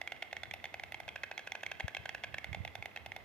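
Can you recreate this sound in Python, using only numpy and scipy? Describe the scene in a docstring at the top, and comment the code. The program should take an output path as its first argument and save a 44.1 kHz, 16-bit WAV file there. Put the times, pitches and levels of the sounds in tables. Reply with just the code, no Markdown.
"""From the first moment two storks clatter their bills on a nest atop a pine, one faster than the other.
Each clap is three quick contacts that ring the hollow bill's modes; walls, twigs and trees echo it.
The faster bird holds its head down from 1.04 to 2.39 s; at 1.3 s a far songbird gives two faint gliding tones.
Light wind, band-filtered noise and short puffs, buffets two microphone ports, most strongly after 1.8 s.
A distant hum of traffic with microphone hiss, shaped noise, lies under it all; the claps stop just before the end."""
import sys
import numpy as np
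from scipy import signal
from scipy.fft import rfft, irfft
from scipy.io import wavfile
from scipy.ndimage import uniform_filter1d

SR = 44100
rng = np.random.default_rng(int(sys.argv[2]) if len(sys.argv) > 2 else 0)


def how_loud(loudness_db):
    """Turn decibels into a plain amplitude multiplier (0 dB gives 1, 20 dB gives 10)."""
    steps = np.asarray(loudness_db, float) / 20
    return 10 ** steps


def master(y):
    """Save y as 16-bit WAV."""
    cut = np.clip(np.atleast_2d(y).T, -1, 1)
    pcm = np.round(cut * 32767)  # scale
    wavfile.write(sys.argv[1], SR, pcm.astype(np.int16))


N = 142884  # length [samples]


def columns(table):
    """Columns of a table."""
    return np.array(table, float).T


def unit(x):
    """Scale to rms 1."""
    return x / np.sqrt(np.mean(x ** 2))


def along(table, hz):
    """Read (frequency, value) points on a log-frequency axis."""
    f, value = columns(table)
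    return np.interp(np.log(hz + 1), np.log(f + 1), value)


def shape(x, gain):
    """Filter by a gain given as a function of frequency."""
    return irfft(rfft(x) * gain(np.arange(N // 2 + 1) * SR / N), N)


def walk(rate):
    """Random levels held 1 / rate s and slewed twice."""
    hold = int(SR / rate)
    steps = np.repeat(rng.standard_normal(N // hold + 1), hold)
    return 1.27 * uniform_filter1d(uniform_filter1d(steps, hold), hold)[:N]


def wrap(x, response):
    """Circular convolution: the tail past the end fills the start, as if the clatter was already going on."""
    return irfft(rfft(x) * rfft(response), N)


def scatter(x, fade):
    """Smear a sound through fading noise of unit energy, as many small reflectors do."""
    return wrap(x, rng.standard_normal(N) * fade / np.sqrt((fade ** 2).sum()))


def decay(t, t60):
    """Exponential fade that loses 60 dB in t60."""
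    return np.exp(-np.log(1000) * t / t60)


def clatter(claps, pose_at, bird_db, longest_t60_ms):
    """Each contact of a clap rings the bill's modes, each clap a little differently, under a dry crack of horn."""
    detune, scatter_db, scatter_ms = .014, 2.4, .035  # spread between claps; detune is a fraction of pitch
    treble_hz, treble_t60_ms = 4000, 4
    crack_db, crack_t60_ms, crack_band_hz = -8.5, 19, [1510, 3330]
    size = 2048
    t = np.arange(size) / SR
    out = np.zeros(N + size)
    chance = rng.standard_normal((len(claps), 32))
    crack_fade = decay(t * 1000, crack_t60_ms) * (t > .0007)
    cracks = rng.standard_normal((len(claps), size)) * crack_fade
    cracks = signal.sosfilt(signal.butter(2, crack_band_hz, "band", fs=SR, output="sos"), cracks)
    for (start, clap_db, tick_db), c, crack in zip(claps, chance, cracks):
        bill, contacts = pose_at(start)
        hz, mode_db, t60_ms = bill[:, :, None]
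        modes = len(hz)
        treble = hz > treble_hz
        t60_ms = np.minimum(t60_ms, np.where(treble, treble_t60_ms, longest_t60_ms))
        pitch = hz * (1 + detune * c[:modes, None])
        gain = how_loud(mode_db + scatter_db * c[12:12 + modes, None] + tick_db * treble)
        clap = 0
        for k, (delay_ms, contact_db, low_db, top_db) in enumerate(contacts):
            since = np.maximum(t - abs(delay_ms + scatter_ms * c[24 + k]) / 1000, 0)
            tilt_db = low_db * (hz == hz.min()) + top_db * treble
            ring = np.sin(2 * np.pi * pitch * since) * decay(since, t60_ms / 1000)
            ring = gain * how_loud(tilt_db) * ring
            clap = clap + how_loud(contact_db + scatter_db * c[28 + k]) * ring.sum(0)
        clap = clap + how_loud(crack_db) * crack * np.sqrt((clap ** 2).sum() / (crack ** 2).sum())
        i = int(start * SR)
        # every clap gets the same energy before its own level
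        out[i:i + size] += how_loud(clap_db + bird_db) * clap / np.sqrt((clap ** 2).sum() / 100)
    return signal.sosfilt(signal.butter(2, 552, "high", fs=SR, output="sos"), out[:N])


# the slower bird's claps: (start [s], relative level [dB], extra level of the treble modes [dB])
SLOW_CLAPS = [(0.074, -25.5, 9), (0.222, -27, 2), (0.366, -27.5, -13), (0.51, -28, -20), (0.654, -29, 7),
              (0.796, -29.5, 0), (0.943, -27.5, -5), (1.088, -27.5, -12), (1.233, -25, -7),
              (1.377, -25.5, 15), (1.519, -24.5, 17.5), (1.663, -24.5, 10), (1.805, -24, -14),
              (1.947, -25, 10), (2.091, -25, 8), (2.236, -26, 3), (2.382, -26, 14), (2.529, -28.5, 8),
              (2.676, -31.5, 7), (2.824, -28, -14), (2.972, -30, -6), (3.118, -29, -6)]
# its hollow bill's modes: (frequency [Hz], relative level [dB], t60 before the caps in clatter [ms])
SLOW_BILL = [(780, 6, 20), (1980, -43, 21), (2138, 9.5, 11), (2425, 4, 15.3), (3275, 1.5, 21),
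             (4770, -19, 12), (5820, -20, 18), (9640, -29.5, 4.2), (12300, -33, 1.3)]
# contacts in a clap: (delay [ms], level [dB], extra on the lowest mode [dB], extra on the treble modes [dB])
SLOW_CONTACTS = [(.9, -6, 3, 7), (1.83, 0, -3, -6), (4.1, -10, -6, -8)]


def slow_stork():
    """The slower bird's bill rings with one set of modes and contacts throughout."""
    pose = columns(SLOW_BILL), SLOW_CONTACTS
    return clatter(SLOW_CLAPS, lambda s: pose, bird_db=-6, longest_t60_ms=17)


# the faster bird's claps: (start [s], relative level [dB], extra level of the treble modes [dB])
FAST_CLAPS = [(0.014, -23.5, 5), (0.12, -23.5, -7), (0.225, -25, -8), (0.328, -24, -2), (0.433, -24.5, -13),
              (0.537, -25, 13.5), (0.641, -25, 2), (0.741, -25, 5), (0.835, -26.5, 7), (0.921, -28, 14.5),
              (1.001, -27.5, 11), (1.079, -28.5, -18), (1.158, -25.5, -11), (1.237, -26, -5),
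              (1.313, -25.5, -16), (1.392, -29.5, -2), (1.472, -26.5, 3), (1.551, -25, -7),
              (1.632, -24.5, 4), (1.715, -23.5, -2), (1.798, -25.5, -35), (1.88, -23.5, 1),
              (1.967, -23.5, -1), (2.056, -24.5, -3), (2.147, -24.5, -17), (2.241, -24.5, -13),
              (2.342, -23.5, -9), (2.443, -25, 4), (2.546, -24, -11), (2.649, -25.5, 5), (2.753, -26, 9.5),
              (2.857, -26, 8), (2.961, -27, 3), (3.061, -28, 9), (3.163, -27.5, 8)]
# its bill's modes: (frequency [Hz], relative level with head back [dB], relative level with head down [dB],
# t60 before the caps in clatter [ms])
FAST_BILL = [(812, 8.5, 3.5, 8.5), (1695, -53, 5, 10.2), (2108, 8, -7, 9.1), (2546, 2, 7.5, 12),
             (3085, -5.5, -18, 17), (3150, -20, -4.5, 14), (3460, -2, -38, 14), (4720, -14, -22, 3.1),
             (5840, -29, -12, 15), (9900, -12.5, -15, 2.5), (11630, -15, -26, 1.9)]
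# contacts in a clap, head back, then head down:
# (delay [ms], level [dB], extra on the lowest mode [dB], extra on the treble modes [dB])
FAST_CONTACTS_BACK = [(.7, 0, 0, 1), (2.13, -1, -2, -10), (3.5, -9, -4, -9)]
FAST_CONTACTS_DOWN = [(0, -9, 6, 3), (1.4, 0, 0, 0), (3.26, -2, -12, -12)]


def fast_stork():
    """The faster bird's head position sets how strongly each bill mode rings and how the contacts fall."""
    back = columns(FAST_BILL)[[0, 1, 3]], FAST_CONTACTS_BACK
    down = columns(FAST_BILL)[[0, 2, 3]], FAST_CONTACTS_DOWN
    return clatter(FAST_CLAPS, lambda s: down if 1.04 < s < 2.39 else back, bird_db=-7.5, longest_t60_ms=12)


def path(x):
    """On the way down a broad dip is cut between low knock and upper ring; the lower treble is shaded."""
    dip_hz, dip_width_hz, dip_depth = 1243, 403, 0.69
    shade_from_hz, shade_to_hz, shade_db = 3380, 5050, -3.5

    def gain(hz):
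        off_centre = 1j * (hz ** 2 - dip_hz ** 2) / ((hz + 1e-9) * dip_width_hz)
        dip = 1 - dip_depth / (1 + off_centre)
        shade = shade_db / (1 + (shade_from_hz / (hz + 1)) ** 20) / (1 + (hz / shade_to_hz) ** 20)
        return dip * how_loud(shade)

    return shape(x, gain)


# left port over right port for distant sources: (frequency [Hz], level difference [dB])
PORT_BALANCE = [(300, 2.5), (750, -2), (1200, 0.5), (1800, -9.5), (2100, -6.5), (2500, -3), (2900, 1),
                (3550, -3.5), (7000, 0), (9500, 0.5), (11500, 10.5), (14000, 9), (16000, -27)]


def ports(x):
    """The two ports hear a distant source with their own balance, the left a little earlier."""
    lead_s = 45e-6

    def half(hz):  # half the difference, applied forwards left and inverted right
        return how_loud(along(PORT_BALANCE, hz) / 2) * np.exp(1j * np.pi * hz * lead_s)

    return np.array([shape(x, half), shape(x, lambda hz: 1 / half(hz))])


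def twigs(x):
    """Twigs and needles near the nest scatter the treble briefly, unlike at each port."""
    fade = decay(np.arange(N) / SR * 1000, 25)  # t60 25 ms
    each = [ports(scatter(x, fade))[port] for port in range(2)]
    return how_loud(-6) * signal.sosfilt(signal.butter(2, 3270, "high", fs=SR, output="sos"), each)


# echoes off walls: (delay [ms], smear [ms], level for the slower bird [dB], level for the faster bird [dB])
WALL_ECHOES = [(9, 2, -25, -22), (12.5, 2.5, -28, -22), (24.5, 2.5, -28, -18), (29, 2, -22, -22),
               (45, 6, -24, -22), (59, 5, -25, -23), (33.7, .4, -15, -17)]


def walls(slow, fast):
    """Each wall returns a clean copy plus a noise-smeared one; a far wall answers the slower bird alone."""
    clean = .6  # share of echo energy
    t, out = np.arange(N) / SR, 0
    for delay_ms, smear_ms, slow_db, fast_db in WALL_ECHOES:
        burst = rng.standard_normal(N) * np.exp(-((t * 1000 - delay_ms) / smear_ms) ** 2)
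        burst *= np.sqrt((1 - clean) / (burst ** 2).sum())
        burst[int(delay_ms * SR / 1000)] += np.sqrt(clean)
        out = out + wrap(how_loud(slow_db) * slow + how_loud(fast_db) * fast, burst)
    # only the slower bird faces the far wall, less and less as it turns: -2.5 dB per second
    far = np.roll(slow * how_loud(-12 - 2.5 * t), int(88.5 * SR / 1000))
    return out + shape(far, lambda hz: 1 / np.sqrt(1 + (1500 / (hz + 1)) ** 8))


def trees(x):
    """The trees scatter the clatter into a long grainy tail, only partly alike at the two ports."""
    t60_s, rise_ms, grain_db, alike = 0.82, 3.5, 2.5, 0.19
    t = np.arange(N) / SR
    fade = decay(t, t60_s) * (1 - np.exp(-t * 1000 / rise_ms)) * how_loud(grain_db * walk(248.3))
    both, left, right = (scatter(x, fade) for _ in range(3))
    apart = np.array([ports(left)[0], ports(right)[1]])
    return how_loud(-9.5) * (np.sqrt(alike) * ports(both) + np.sqrt(1 - alike) * apart)


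def yard(slow, fast):
    """Wall echoes and the tree tail, both losing treble above 4420 Hz."""
    echoes = ports(walls(slow, fast)) + trees(slow + fast)
    return shape(echoes, lambda hz: 1 / np.sqrt(1 + (hz / 4420) ** 2))


# a faint far songbird before its flutter: (time [s], pitch [Hz], level [dB])
CHIRP = [(1.325, 4550, -85), (1.345, 4300, -74), (1.363, 4120, -68), (1.375, 4050, -76), (1.42, 4250, -78),
         (1.447, 4020, -71), (1.465, 3950, -86)]


def songbird():
    """Two faint, broken falling notes: a gliding sine whose pitch and level flutter."""
    t = np.arange(N) / SR
    s, hz, db = columns(CHIRP)
    pitch = np.interp(t, s, hz) * (1 + .008 * walk(120))
    tone = np.sin(2 * np.pi * np.cumsum(pitch) / SR)
    level = how_loud(np.interp(t, s, db) + 4 * walk(90.8))  # 4 dB of flutter
    return ports(tone * level * (t > s[0]) * (t < s[-1]))


# wind on the ports: (time [s], relative level [dB], left over right [dB])
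WIND = [(0, -70, 2.5), (.4, -65.5, 0), (.5, -60, 29), (.6, -67.5, -6), (.9, -64, 6), (.96, -66, -6),
        (1.07, -63.5, 7), (1.2, -66.5, -2.5), (1.65, -71, -5), (1.74, -60.5, -4), (1.92, -66.5, 5),
        (2.0, -60.5, 7), (2.1, -63, -9), (2.36, -59, -14), (2.45, -58, -10), (2.56, -49, -13),
        (2.68, -52.5, -10), (2.74, -62, -3), (2.8, -55, -5), (2.85, -65, 0), (2.96, -69.5, -10),
        (3.09, -55.5, -3), (3.18, -61, 2), (3.24, -61, -16)]
# single puffs: (time [s], peak level before the low cut [dB], port: 0 left, 1 right)
PUFFS = [(0.962, -48, 1), (1.067, -45, 0), (1.845, -25.5, 0), (2, -41.5, 0), (2.492, -33, 1),
         (2.519, -35, 1), (2.605, -30, 1)]


def wind():
    """Unrelated flickering rumble on each port, and single puffs that the low cut turns into one swing."""
    centre_hz, width_hz, flicker_db, puff_ms = 82.2, 70.6, 2.5, 3.27  # puff width between 1/e points
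    t = np.arange(N) / SR
    s, db, pan_db = columns(WIND)

    def band(hz):
        return 1 / (1 + 1j * (hz ** 2 - centre_hz ** 2) / ((hz + 1e-9) * width_hz))

    out = []
    for port, sign in enumerate((1, -1)):
        share = 1 / (1 + how_loud(-2 * sign * np.interp(t, s, pan_db)))  # of the power
        gust = 2 * np.sqrt(share) * how_loud(np.interp(t, s, db))
        noise = rng.standard_normal(N) * how_loud(flicker_db * walk(25.2))
        rumble = unit(shape(noise, lambda hz: band(hz) ** 2)) * gust
        for at, puff_db, puff_port in PUFFS:
            puff = shape(np.exp(-((t - at) * 1000 / puff_ms * 2) ** 2), band)
            rumble = rumble + (puff_port == port) * how_loud(puff_db) * puff / puff.max()
        out.append(rumble)
    return np.array(out)


# far traffic and microphone hiss: (frequency [Hz], relative density [dB per Hz])
FLOOR = [(40, -27), (100, -16), (250, -11), (500, -10.5), (1200, -16), (3000, -24), (6000, -35.5),
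         (9000, -41.5), (12300, -38.5), (16000, -37)]


def floor():
    """Steady noise of far traffic and hiss: alike in the low mids, unrelated in the treble."""
    mid, side = (shape(rng.standard_normal(N), lambda hz: how_loud(along(FLOOR, hz))) for _ in range(2))
    side = shape(side, lambda hz: hz / np.hypot(hz, 560))

    def lean(sign):  # a part of the port balance
        return lambda hz: how_loud(sign * 0.38 * along(PORT_BALANCE, hz) / 2)

    return how_loud(-60) * unit(np.array([shape(mid + side, lean(1)), shape(mid - side, lean(-1))]))


def scene():
    """Both birds, their echoes, the songbird, the wind and the background."""
    slow, fast = path(slow_stork()), path(fast_stork())
    birds = slow + fast
    return ports(birds) + twigs(birds) + yard(slow, fast) + songbird() + wind() + floor()


def low_pass(x):
    """Removes everything above the highest recorded frequency."""
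    return signal.sosfilt(signal.butter(12, 16620, fs=SR, output="sos"), x)


def record(dry):
    """The phone cuts the lows below 62 Hz and, steeply, the top above 15150 Hz."""
    def cuts(hz):
        return 1 / np.sqrt((1 + (62 / (hz + 1)) ** 8) * (1 + (hz / 15150) ** 120))

    mix = shape(dry, cuts)
    return low_pass(mix)


dry = scene()
out = record(dry)
master(out)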